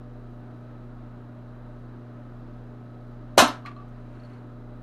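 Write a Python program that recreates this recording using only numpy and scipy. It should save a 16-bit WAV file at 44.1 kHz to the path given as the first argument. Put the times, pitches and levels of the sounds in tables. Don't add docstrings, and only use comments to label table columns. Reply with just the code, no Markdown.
import sys
import numpy as np
from scipy import signal
from scipy.fft import rfft, irfft, next_fast_len
from scipy.io import wavfile
from scipy.ndimage import uniform_filter1d

SR = 44100
rng = np.random.default_rng(int(sys.argv[2]) if len(sys.argv) > 2 else 0)


def int16_out(signal):
    q = np.round(np.clip(np.atleast_2d(signal).T, -1, 1) * 32767)
    wavfile.write(sys.argv[1], SR, q.astype(np.int16))


def magnitude_from_level(level_db):
    exponent = np.asarray(level_db, float) / 20
    return 10 ** exponent


N = 212804
TIME = np.arange(N) / SR
BLAST = TIME[int(3.3 * SR):int(4.1 * SR)]
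SHAFT_HZ, SHOCK_S = 29.545, 3.3781


def level(x, db):
    return x * magnitude_from_level(db) / np.sqrt(np.mean(x ** 2))


def shape(x, gain):
    size = next_fast_len(len(x))
    hz = np.maximum(np.arange(size // 2 + 1) * SR / size, 1)
    return irfft(rfft(x, size) * gain(hz), size)[:len(x)]


def low_cut(x):
    return shape(x, lambda hz: 1 / (1 + (230 / hz) ** 4))


def on_log(points, hz):
    f, v = np.transpose(points)
    return np.interp(np.log(hz), np.log(f), v)


def walk(rate_hz):
    k = int(SR / rate_hz)
    steps = np.repeat(rng.standard_normal(N // k + 1), k)
    smooth = uniform_filter1d(uniform_filter1d(steps, k), k)
    return level(smooth[:N], 0)


def ring(modes, start_rad=0):
    hz, db, t60_s = np.transpose(modes)[:, :, None]
    t = TIME[:SR // 3]
    return np.sum(magnitude_from_level(db - 60 * t / t60_s) * np.sin(2 * np.pi * hz * t + start_rad), axis=0)


def reverb(scale=1):
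    # pitch_hz, t60_s
    box_t60 = [(100, .15), (250, 0.23), (700, 0.3), (1400, 0.29), (3000, .255), (6000, 0.21), (12000, .185),
               (14800, .05)]
    t, out = TIME[:SR // 2], 0
    noise = rng.standard_normal(len(t))
    for centre in 60 * 2 ** np.arange(0, 8.6, .5):
        band = shape(noise, lambda hz: np.cos(np.pi * np.clip(np.log2(hz / centre), -.5, .5)) ** 2)
        t60_s = scale * on_log(box_t60, centre)
        out = out + band * magnitude_from_level(-60 * t / t60_s) * np.sqrt(2 * np.log(1000) / t60_s / SR)
    return out


def hum():
    # mains_order, shaft1_order, shaft2_order, level_db (rms)
    tones = [(0, 1, 0, -50.4), (0, 0, 1, -55.7), (0, 3, 0, -71), (2, 0, 0, -44.1), (2, 1, 0, -65),
             (2, 2, 0, -65), (4, -1, 0, -68), (4, 0, 0, -49.5), (4, 0, 1, -61), (6, 0, 0, -65.5),
             (10, 0, 0, -69)]
    mains_hz, shaft2_hz, beat_peak_s = 59.988, 28.225, 1.715
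    t, sway = TIME - beat_peak_s, walk(0.86)
    out = 0
    for m, a, b, db in tones:
        hz = m * mains_hz + a * SHAFT_HZ + b * shaft2_hz
        lead_rad = np.pi / 4 * max(m - 2, 0)
        out = out + magnitude_from_level(db + 0.12 * sway) * np.sqrt(2) * np.cos(2 * np.pi * hz * t + lead_rad)
    return out


def air_rush():
    # pitch_hz, density_db (per Hz)
    air = [(15, -14.5), (45, -22), (75, -18.5), (100, -17), (200, -14), (300, -14), (453, -16.5),
           (881, -21), (1500, -24), (2250, -37.5), (4200, -44), (5500, -51), (12700, -62.5), (13000, -83.5)]
    rush, swell = 0, walk(0.68)
    for centre in 20 * 2 ** np.arange(0, 10):
        def octave(hz):
            return magnitude_from_level(on_log(air, hz)) * np.cos(np.pi / 2 * np.clip(np.log2(hz / centre), -1, 1))
        band = shape(rng.standard_normal(N), octave)
        rush = rush + band * magnitude_from_level(.35 * swell + .6 * walk(12))
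    return level(rush, -52.5)


def whine():
    # pitch_hz, width_hz, level_db (rms)
    blades = [(288, 11, -60), (308, 8, -61), (340.2, 40, -63.5), (348.6, 6.6, -67), (390, 6.5, -66),
              (409, 14, -66), (491, 3, -67), (590, 3, -66), (605, 17, -62.5), (635.6, 4, -66),
              (727, 50, -66), (1280, 16, -68.5), (1280, 170, -69), (3910, 160, -84.5), (11800, 160, -97)]

    def peaks(hz):
        power = 0
        for f, w, db in blades:
            power = power + magnitude_from_level(db) ** 2 * 2 * SR / (np.pi * w) / (1 + (2 * (hz - f) / w) ** 2) ** 2
        return np.sqrt(power)
    return shape(rng.standard_normal(N), peaks)


def rotor_slots():
    # centre_hz, level_db (rms)
    slots = [(3941.5, -91), (11823, -97)]
    # pitch_hz, level_db (rms)
    coils = [(2702, -90), (7882, -98), (8348, -104)]
    outer_db = -6
    lines = list(coils)
    for hz, db in slots:
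        for k in np.arange(4) - 1.5:
            lines.append((hz + k * SHAFT_HZ, db + (abs(k) > 1) * outer_db))
    clock_s = TIME + np.cumsum(0.00027 * walk(18)) / SR
    return sum(magnitude_from_level(db + 1.2 * walk(15)) * np.sqrt(2) * np.cos(2 * np.pi * hz * clock_s) for hz, db in lines)


def smoke():
    start_s, peak_s, hold_s = 3.6, 4.2, .17
    peak_db, rest_db, rise_db_s, fall_db_s = -66, -80, 45, 90

    def colour(hz):
        return (1 / (1 + (np.log2(hz / 1700) / 0.75) ** 4) + .075) / (1 + (hz / 11000) ** 8)
    fizz = level(shape(rng.standard_normal(N), colour), 0)
    before_db = rise_db_s * (peak_s - TIME)
    after_db = fall_db_s * (TIME - peak_s - hold_s)
    swell_db = peak_db - np.maximum(0, np.maximum(before_db, after_db))
    flutter_db = 1.2 * walk(25)
    return fizz * (TIME > start_s) * magnitude_from_level(np.maximum(swell_db, rest_db) + flutter_db)


def debris(landings, modes, crack_db, crack_hz, octaves, contact_s, tail, uneven_rad):
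    def crack(hz):
        return 1 / (1 + (np.log2(hz / crack_hz) / octaves) ** 4) / (1 + (hz / 12800) ** 20)
    out = np.zeros(N + SR)
    echo = shape(reverb(tail), crack)
    t = TIME[:SR // 3]
    for s, db, hold_s in landings:
        response = ring(modes, uneven_rad * rng.standard_normal((len(modes), 1)))
        build_up = 1 - np.exp(-t / contact_s)
        damping = np.exp(-np.clip(t - hold_s, 0, None) / 0.0058)
        at = int(s * SR)
        out[at:at + len(t)] += magnitude_from_level(db) * (response * build_up * damping + magnitude_from_level(crack_db) * echo[:len(t)])
    return out[:N]


def held(hits, hold_s):
    return [(s, db, hold_s) for s, db in hits]


def loose_clip():
    # pitch_hz, level_db, t60_s
    clip_modes = [(4280, 2, 0.065), (4350, 0.5, .1), (4470, -3, .06), (1600, 0, 0.055), (2800, -7, .06),
                  (8900, -18, 0.0196)]
    # start_s, level_db
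    rattles = [(4.15, -72), (4.199, -62), (4.235, -61), (4.250, -58), (4.297, -68), (4.334, -64),
               (4.38, -71)]
    return debris(held(rattles, .008), clip_modes, crack_db=11, crack_hz=6700, octaves=0.66,
                  contact_s=.0015, tail=.15, uneven_rad=.3)


def bench():
    # pitch_hz, level_db, t60_s
    bench_modes = [(2460, -7, .05), (3140, -3, .04), (4070, 0, .06), (4190, -3, .08)]
    # start_s, level_db
    skitters = [
        (3.660, -50),
        (3.667, -55),
        (3.69, -64),
        (3.715, -67),
    ]
    # start_s, level_db
    pings = [(3.650, -60), (3.764, -60)]
    can = debris(held(skitters, .1), bench_modes, crack_db=47, crack_hz=1450, octaves=1.03,
                 contact_s=.0005, tail=0.55, uneven_rad=1.0)
    bits = debris(held(pings, .025), bench_modes, crack_db=14, crack_hz=3000, octaves=1.22,
                  contact_s=.0005, tail=0.3, uneven_rad=1.0)
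    return can + bits


def tray():
    # pitch_hz, level_db, t60_s
    tray_modes = [(1126, -12, .3), (1156, 0, .36), (1187, -4, .3), (1215, -10, .2), (2620, -24, .2)]
    # start_s, level_db, hold_s (until damped)
    hits = [(3.651, -36, .065), (3.731, -51, .014), (3.764, -42, .027), (3.798, -43.5, .029)]
    return debris(hits, tray_modes, crack_db=10, crack_hz=2000, octaves=0.98,
                  contact_s=.003, tail=0.64, uneven_rad=0.41)


def shard():
    # pitch_hz, level_db, t60_s
    shard_modes = [(4390, -5, .12), (4430, 2, .12), (5100, -3, .2), (5160, -6, .15), (8700, -12, .05),
                   (10700, -16, .1), (11620, -1, .05)]
    # start_s, level_db, hold_s (until damped)
    hits = [(3.479, -41, .08)]
    return debris(hits, shard_modes, crack_db=15, crack_hz=6000, octaves=1.1,
                  contact_s=0.00083, tail=.6, uneven_rad=.8)


def heave():
    # pitch_hz, level_db, t60_s
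    air_modes = [(82, -6, .15), (150, 0, .15)]
    # start_s, level_db, hold_s (until damped)
    pushes = [(3.384, -21, .034)]
    return debris(pushes, air_modes, crack_db=-40, crack_hz=450, octaves=1.1,
                  contact_s=.015, tail=0.6, uneven_rad=0.4)


def door():
    # pitch_hz, level_db, t60_s
    door_modes = [(266, 3.5, .16), (288.2, -2, 0.15), (710, -5, 0.13)]
    # start_s, level_db, hold_s (until damped)
    knocks = [
        (3.378, -20, .044),
        (3.422, -13, .021),
        (3.447, -25.5, .028),
        (3.490, -31.5, .02),
    ]
    return debris(knocks, door_modes, crack_db=-12, crack_hz=450, octaves=1.1,
                  contact_s=.004, tail=0.62, uneven_rad=0.43)


def forerunner():
    start_s, peak_db = 3.3732, -22
    u = np.clip((TIME - start_s) / (SHOCK_S - start_s), 0, 1)
    rattle = shape(rng.standard_normal(N), lambda hz: 1 / np.sqrt(1 + (hz / 4000) ** 2))
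    rising_tone = 1.2 * np.sin(2 * np.pi * u ** 1.4)
    return low_cut(magnitude_from_level(peak_db) * u * (u < 1) * (rattle + rising_tone))


def shock_front():
    length_s, peak_db = 0.0014, 2
    u = (BLAST - SHOCK_S) / length_s
    return low_cut(magnitude_from_level(peak_db) * np.where((u > 0) & (u < 1), np.sin(2 * np.pi * u), 0))


def gas_and_thuds():
    # start_s, level_db
    thuds = [(3.421, -14), (3.507, -37.5)]
    gusts, first_s, gap_s, first_db, drop_db = 3, 3.3791, .011, -10, 2.5
    # start_s, level_db, length_s, bright_hz
    puffs = [(first_s + k * gap_s, first_db - k * drop_db, .011, 11000) for k in range(gusts)]
    puffs += [(s, db, .0064, 1300) for s, db in thuds]
    gas = 0
    for s, db, length_s, bright_hz in puffs:
        u = np.clip((BLAST - s) / length_s, 0, None)
        noise = shape(rng.standard_normal(len(u)), lambda hz: 1 / np.sqrt(1 + (hz / bright_hz) ** 2))
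        gas = gas + magnitude_from_level(db) * (u > 0) * np.exp(-u) * noise
    return gas


def bang():
    # pitch_hz, density_db (per Hz)
    colour = [(70, -24.5), (200, -26), (273, -6), (466, -12), (650, -2.5), (983, -1), (1400, -4),
              (2100, -13.5), (3890, -9), (4800, -17), (6500, -15.5), (10100, -22), (13000, -25),
              (15700, -43.5)]
    # pitch_hz, level_db, t60_s
    panel_modes = [(425, -1.5, .15), (594, -8, .12), (700.6, 2, .12), (890, -5, .12), (970, -6, 0.31),
                   (1040, -5, .15), (1197, -1.5, 0.13), (1300, 1, 0.28), (1450, -10, .15),
                   (1750, -11, 0.071), (2940, -16.5, 0.16), (3180, -11, .15), (3940, -18.5, .15)]
    dull_hz, top_hz = 2200, 13000

    def muffle(hz):
        return (.45 + .55 / (1 + (hz / dull_hz) ** 4)) / (1 + (hz / top_hz) ** 30)
    shock, gas = shock_front(), gas_and_thuds()
    workshop = shape(reverb(1.9), muffle)
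    tail = magnitude_from_level(4.5) * reverb() + magnitude_from_level(-17) * workshop
    filled = magnitude_from_level(7) * gas + signal.fftconvolve(gas, tail)[:len(BLAST)]
    coloured = shape(filled, lambda hz: magnitude_from_level(on_log(colour, hz) + 12))
    drive = gas + magnitude_from_level(-12.5) * shock
    panels = signal.fftconvolve(drive, magnitude_from_level(-39) * ring(panel_modes))[:len(BLAST)]
    return np.interp(TIME, BLAST, shock + coloured + panels, 0, 0)


def scene():
    machines = hum() + air_rush() + whine() + rotor_slots()
    fragments = loose_clip() + bench() + tray() + shard()
    burst = heave() + door() + forerunner() + bang()
    return (machines + smoke() + fragments + burst)[None]


def low_pass(x):
    return signal.sosfilt(signal.butter(12, 15880, fs=SR, output="sos"), x)


def record(dry):
    ceiling, notch_hz, notch_width_hz, top_hz = .76, 7780, 310, 15700
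    squashed = ceiling * np.tanh(dry[0] / ceiling)
    notched = signal.lfilter(*signal.iirnotch(notch_hz, notch_hz / notch_width_hz, SR), squashed)
    dipped = .1 * squashed + .9 * notched
    mix = shape(dipped, lambda hz: 1 / (1 + (hz / top_hz) ** 80))
    return low_pass(mix[None])


dry = scene()
out = record(dry)
int16_out(out)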